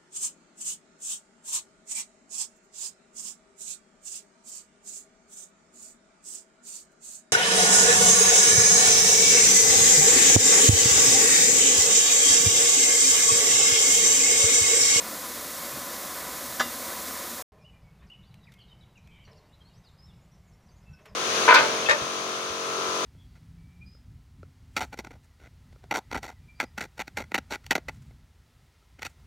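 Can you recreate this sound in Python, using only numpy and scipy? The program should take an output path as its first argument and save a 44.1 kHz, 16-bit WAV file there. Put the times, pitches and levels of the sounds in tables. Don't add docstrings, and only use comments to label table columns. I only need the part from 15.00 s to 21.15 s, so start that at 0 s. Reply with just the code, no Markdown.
import sys
import numpy as np
from scipy import signal
from scipy.fft import rfft, irfft
from scipy.io import wavfile

SR = 44100
rng = np.random.default_rng(int(sys.argv[2]) if len(sys.argv) > 2 else 0)


def pcm_store(signal):
    levels = np.round(np.clip(np.atleast_2d(signal), -1, 1) * 32767)
    wavfile.write(sys.argv[1], SR, levels.astype(np.int16).T)


N = 271215
TIME, HZ = np.arange(N) / SR, np.fft.rfftfreq(N, 1 / SR)
LOCOMOTIVE_END_S, MEADOW_START_S = 2.424, 2.521

# time_s, level_db
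STEAM_LEVEL = [(0.0, -39.5), (1.21, -40), (1.22, -40.5), (2.04, -39), (2.41, -41)]
# frequency_hz, level_db
JET_SPECTRUM = [(25, -34), (55, -5.5), (100, -13), (170, -3.5), (300, 1), (400, -3), (700, -0.5), (860, -8),
                (1200, 0.5), (2100, -7), (2850, -11.5), (3700, -6), (8000, -7), (15500, -6.5)]
# centre_hz, width_hz, lift_db
PIPE_RESONANCES = [(239, 86, 4), (342, 40, 2.5), (392, 27, -7), (544, 133, 7), (769, 77, 5),
                   (1007, 160, 9.5), (1274, 55, 3.5), (1504, 71, 2.5), (1755, 70, 6), (1986, 123, 6.5),
                   (2206, 100, 6.5), (2380, 55, -2), (2484, 110, 4), (2760, 38, 3.5), (3556, 80, 1.5),
                   (6880, 1200, 1.6), (12050, 1400, 2)]
# start_s, level_db
LEVER_HITS = [(1.5963, -24.5), (1.6018, -25), (1.607, -25.5)]
# frequency_hz, level_db
CRUNCH_SPECTRUM = [(40, -35.5), (100, -16.5), (170, -13.5), (400, -4), (800, -5.5), (1400, 8.5),
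                   (2000, -2.5), (2500, -12), (3600, -4), (4400, -13.5), (5600, -11), (7300, -13),
                   (8300, -46), (15000, -46)]
# pitch_hz, level_db, fade_s (a fade is the time to drop by 60 dB)
IRON_TONES = [(242, -36, .55), (560, -29, .08), (640, -28, .08), (785, -29, .12), (1060, -24, .1),
              (1205, -22.5, .11), (1262, -20, .08), (1385, -29, .08), (1540, -16, .07), (1707, -18.5, .08),
              (1778, -28, .12), (2013, -26, .15), (2805, -37, .36), (3015, -40, .2), (3230, -38, .13),
              (3542, -36, .3), (3736, -33.5, .2), (3994, -39, .23), (4775, -36, .25), (5044, -37, .13),
              (5319, -39, .2), (5626, -32, .18), (5911, -37, .16), (6178, -44, .25), (6770, -37, .1),
              (7130, -41, .15), (7370, -39, .18)]
# start_s, pitch_hz, level_db, fade_s
BOILER_THUDS = [(.725, 135.4, -37.5, 0.25), (1.48, 131, -43.5, 0.31)]
# start_s, kind, length_s, middle_pitch_hz, level_db
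BIRD_NOTES = [(2.575, "held", .073, 2440, -71.5), (2.6, "fall", .06, 5200, -76),
              (2.637, "arch", 0.07, 2970, -59.5), (2.721, "held", 0.063, 2400, -70.5),
              (2.82, "held", 0.11, 2230, -72), (3.065, "swoop", .027, 5100, -74),
              (3.095, "arch", .052, 2994, -51.5), (3.224, "rise", 0.059, 4200, -70),
              (3.31, "fall", .019, 3790, -67), (3.427, "arch", 0.022, 3930, -63),
              (3.437, "fall", 0.023, 4800, -70), (3.467, "swoop", 0.034, 2100, -56),
              (3.528, "held", .06, 2154, -65), (3.574, "buzz", 0.082, 3080, -61),
              (3.603, "fall", 0.032, 4300, -65), (3.679, "held", .045, 3715, -67),
              (3.705, "held", .032, 3050, -60), (3.806, "fall", 0.039, 3600, -65.5),
              (3.954, "fall", .033, 2600, -58.5), (3.971, "swoop", 0.013, 6500, -67),
              (4.047, "buzz", 0.21, 2320, -63.5), (4.087, "buzz", 0.2, 3070, -65),
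              (4.235, "fall", .057, 4340, -66.5), (4.247, "lift", .031, 5900, -68),
              (4.312, "fall", .016, 5200, -64), (4.352, "rise", 0.035, 5180, -66.5),
              (4.36, "fall", .044, 4450, -69), (4.528, "lift", 0.021, 3900, -63),
              (4.603, "held", .025, 3200, -62), (4.644, "lift", 0.054, 4330, -64),
              (4.73, "rise", 0.065, 5580, -67.5), (4.835, "swoop", 0.068, 4300, -63.5),
              (4.968, "lift", .11, 5140, -63.5), (5.066, "fall", 0.054, 3600, -66),
              (5.311, "arch", .04, 5880, -68.5), (5.654, "swoop", 0.056, 5300, -70),
              (5.844, "held", 0.16, 2630, -67), (5.89, "held", 0.082, 1514, -69),
              (5.921, "fall", .037, 5500, -68.5), (6.068, "fall", .05, 5170, -69.5)]
NOTE_SHAPES = {"arch": (.86, 0.79, 22), "fall": (1.11, .89, 30), "swoop": (1.26, .78, 35),
               "rise": (.8, 1.16, 40), "lift": (0.96, 1.07, 25), "held": (1.01, 0.98, 16),
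               "buzz": (1.02, 0.92, 120)}
# start_s, end_s, pitch_hz, glide_ratio, length_s, notes_per_s, level_db
FAR_BIRDS = [(2.5, 6.0, 2100, .07, .17, 3.6, -76), (2.8, 5.2, 2750, 0.123, .06, 6, -75),
             (2.9, 5.0, 3750, .12, .045, 9, -73.5), (2.7, 5.2, 4400, .2, .03, 6, -78),
             (5.1, 6.15, 6100, .18, .04, 11, -73), (4.0, 6.0, 7500, .06, .08, 9, -82.5)]
# start_s, knock_db, puff_db
ENGINE_BEATS = [(2.5, -68, -55.5), (3.02, -59, -77), (4.273, -55, -55), (5.985, -57.5, -61),
                (6.052, -50.5, -59)]
# frequency_hz, level_db
KNOCK_SPECTRUM = [(150, -5), (500, -7.5), (850, -2), (1040, 4), (1300, -5), (1900, -0.5), (2900, -8),
                  (4200, -17), (8000, -33), (15000, -42)]
# centre_hz, width_hz, lift_db
STACK_RESONANCES = [(431, 77, 21.5), (608, 115, 21), (760, 98, 10), (1050, 130, 17), (1800, 200, 15)]
# start_s, level_db, fade_s
DRY_TICKS = [(3.1, -58, .015), (3.342, -49.5, 0.015), (3.52, -53.5, 0.048), (3.538, -53, 0.039),
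             (3.591, -59, .02), (4.074, -53, 0.018), (4.332, -55, .008), (6.056, -51.5, 0.061)]
# frequency_hz, level_db
TICK_SPECTRUM = [(500, -20), (1500, -1), (2400, 6), (4000, -3), (9000, -12), (15000, -13)]
# frequency_hz, level_db
AIR_SPECTRUM = [(30, 8.5), (250, 2), (550, 0), (1000, -1.5), (1500, -7), (2200, -8.5), (3300, -13),
                (5000, -15.5), (6500, -18), (9000, -21.5), (15500, -24.5)]
# frequency_hz, level_db
RUMBLE_SPECTRUM = [(20, -27), (32, -16), (50, 1), (100, -2), (145, -1.5), (200, -5), (245, -22), (330, -40),
                   (1000, -70)]
# peak_s, level_db
WIND_GUSTS = [(3.06, -53), (5.08, -52), (5.91, -46), (6.14, -50)]


def safety_valve(hiss_db=4.0, churn_db=0.83, surge_db=0.5, flutter_db=0.3, split_hz=2800):
    jet = colour(JET_SPECTRUM, PIPE_RESONANCES)
    low_share = 1 / (1 + (HZ / split_hz) ** 20)
    roar = noise(jet * np.sqrt(low_share)) * amp(churn_db * drift(25) + surge_db * drift(3.5))
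    hiss = noise(jet * np.sqrt(1 - low_share)) * amp(hiss_db + flutter_db * drift(40))
    return (roar + hiss) * amp(np.interp(TIME, *np.transpose(STEAM_LEVEL)))


def lever_clank(crunch_fade_s=0.066, rise_s=0.0047):
    hits = sum(amp(db) * pulse(start, 0.00023, crunch_fade_s) for start, db in LEVER_HITS)
    crunch = noise(colour(CRUNCH_SPECTRUM)) * hits
    landing_s = LEVER_HITS[0][0]
    ring = sum(amp(db) * pulse(landing_s, rise_s / (1 + (hz / 2500) ** 2), fade) * sine(hz)
               for hz, db, fade in IRON_TONES)
    return crunch + ring


def boiler(hum_hz=75.5, hum_db=-59.0, waver=0.035, swell_s=0.24):
    swell = np.minimum(TIME / swell_s, 1) ** 2
    hum = amp(hum_db) * swell * sine(hum_hz * (1 + waver * drift(9.0)))
    thuds = sum(amp(db) * pulse(start, 0.02, fade) * sine(hz) for start, hz, db, fade in BOILER_THUDS)
    return hum + thuds


def near_birds(flicker_db=3.0):
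    song, wobble = np.zeros(N), drift(340)
    for start_s, kind, length_s, hz, db in BIRD_NOTES:
        start_ratio, end_ratio, rasp_hz = NOTE_SHAPES[kind]
        at, note = whistle(start_s, length_s, [start_ratio * hz, hz, end_ratio * hz], rasp_hz * wobble)
        song[at] += amp(db) * note
    return song * amp(flicker_db * drift(90))


def far_birds(waver_hz=40.0):
    song, wobble_hz = np.zeros(N), waver_hz * drift(300)
    for start_s, end_s, hz, glide, length_s, notes_per_s, db in FAR_BIRDS:
        for wait, *bends in rng.uniform(-1, 1, (40, 4)):
            start_s += (1 + wait / 2) / notes_per_s
            if start_s < end_s - length_s:
                at, note = whistle(start_s, length_s, hz * (1 + glide * np.array(bends)), wobble_hz)
                song[at] += amp(db) * note
    return song


def whistle(start_s, length_s, pitches_hz, wobble_hz, taper=0.38):
    at = np.arange(round(start_s * SR), min(round((start_s + length_s) * SR), N))
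    arch = np.polyfit([0, 0.5, 1], pitches_hz, 2)
    glide_hz = np.polyval(arch, np.linspace(0, 1, len(at)))
    return at, signal.windows.tukey(len(at), taper) * sine(glide_hz + wobble_hz[at], len(at))


def woods(near, far, early_db=-5.5, late_db=-7.5):
    early = echo(amp(early_db) * near + far, rise_s=0.0032, fade_s=0.12)
    late = echo(near + far, rise_s=0.029, fade_s=0.61)
    return near + early + amp(late_db) * late


def far_engine(knock_fade_s=0.21, puff_fade_s=0.75):
    knocks = sum(amp(db) * pulse(start, 0.005, knock_fade_s) for start, db, _ in ENGINE_BEATS)
    puffs = sum(amp(db) * pulse(start, 0.015, puff_fade_s) for start, _, db in ENGINE_BEATS)
    hollow = colour([(200, -22), (450, -1.5), (1100, -6.0), (2500, -19), (8000, -41)], STACK_RESONANCES)
    return knocks * noise(colour(KNOCK_SPECTRUM)) + puffs * noise(hollow)


def ticks():
    snaps = sum(amp(db) * pulse(start, 0.00017, fade) for start, db, fade in DRY_TICKS)
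    return noise(colour(TICK_SPECTRUM)) * snaps


def meadow_air(air_db=-64.5, rumble_db=-57.0, stir=0.086, lump_db=2.2, lump_hz=10.3, gust_s=0.038):
    air = noise(colour(AIR_SPECTRUM))
    breeze = irfft(rfft(air) / (1 + (HZ / 2500) ** 4), N)
    wash = amp(air_db) * (air + stir * drift(19) * breeze)
    gusts = sum(amp(db) * np.exp(-((TIME - peak_s) / gust_s) ** 2) for peak_s, db in WIND_GUSTS)
    rumble = noise(colour(RUMBLE_SPECTRUM))
    lumps = amp(rumble_db + lump_db * drift(lump_hz))
    return wash + rumble * np.hypot(lumps, gusts)


def echo(sound, rise_s, fade_s):
    tail = rng.standard_normal(N) * pulse(0, rise_s, fade_s)
    return signal.fftconvolve(sound, tail / np.linalg.norm(tail))[:N]


def amp(db):
    return 10 ** (np.asarray(db) / 20)


def colour(spectrum, resonances=()):
    hz, db = np.transpose(spectrum)
    bumps = sum(lift * 0.5 ** ((2 * (HZ - centre) / width) ** 2) for centre, width, lift in resonances)
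    return amp(np.interp(np.log(HZ + 1), np.log(hz), db) + bumps)


def noise(gain):
    shaped = irfft(rfft(rng.standard_normal(N)) * gain, N)
    return shaped / np.sqrt(np.mean(shaped ** 2) + 1e-20)


def drift(rate_hz):
    return noise(np.exp(-(HZ / rate_hz) ** 2))


def pulse(start_s, rise_s, fade_s):
    level = np.zeros(N)
    sounding = (TIME > start_s) & (TIME < start_s + 2 * fade_s)
    age_s = TIME[sounding] - start_s
    level[sounding] = (1 - np.exp(-age_s / rise_s)) * amp(-60 * age_s / fade_s)
    return level


def sine(hz, samples=N):
    cycles = np.cumsum(np.broadcast_to(hz, samples)) / SR
    return np.sin(2 * np.pi * (cycles + rng.random()))


def scene():
    locomotive = safety_valve() + boiler() + lever_clank()
    meadow = meadow_air() + far_engine() + woods(near_birds(), far_birds()) + ticks()
    mono = locomotive * (TIME < LOCOMOTIVE_END_S) + meadow * (TIME > MEADOW_START_S)
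    return np.array([mono, mono])


def record(dry, cutoff_hz=15480):
    low_pass = signal.firwin(767, cutoff_hz, window=("kaiser", 8), fs=SR)
    return signal.oaconvolve(dry, low_pass[None], "same")


dry = scene()
out = record(dry)
pcm_store(out)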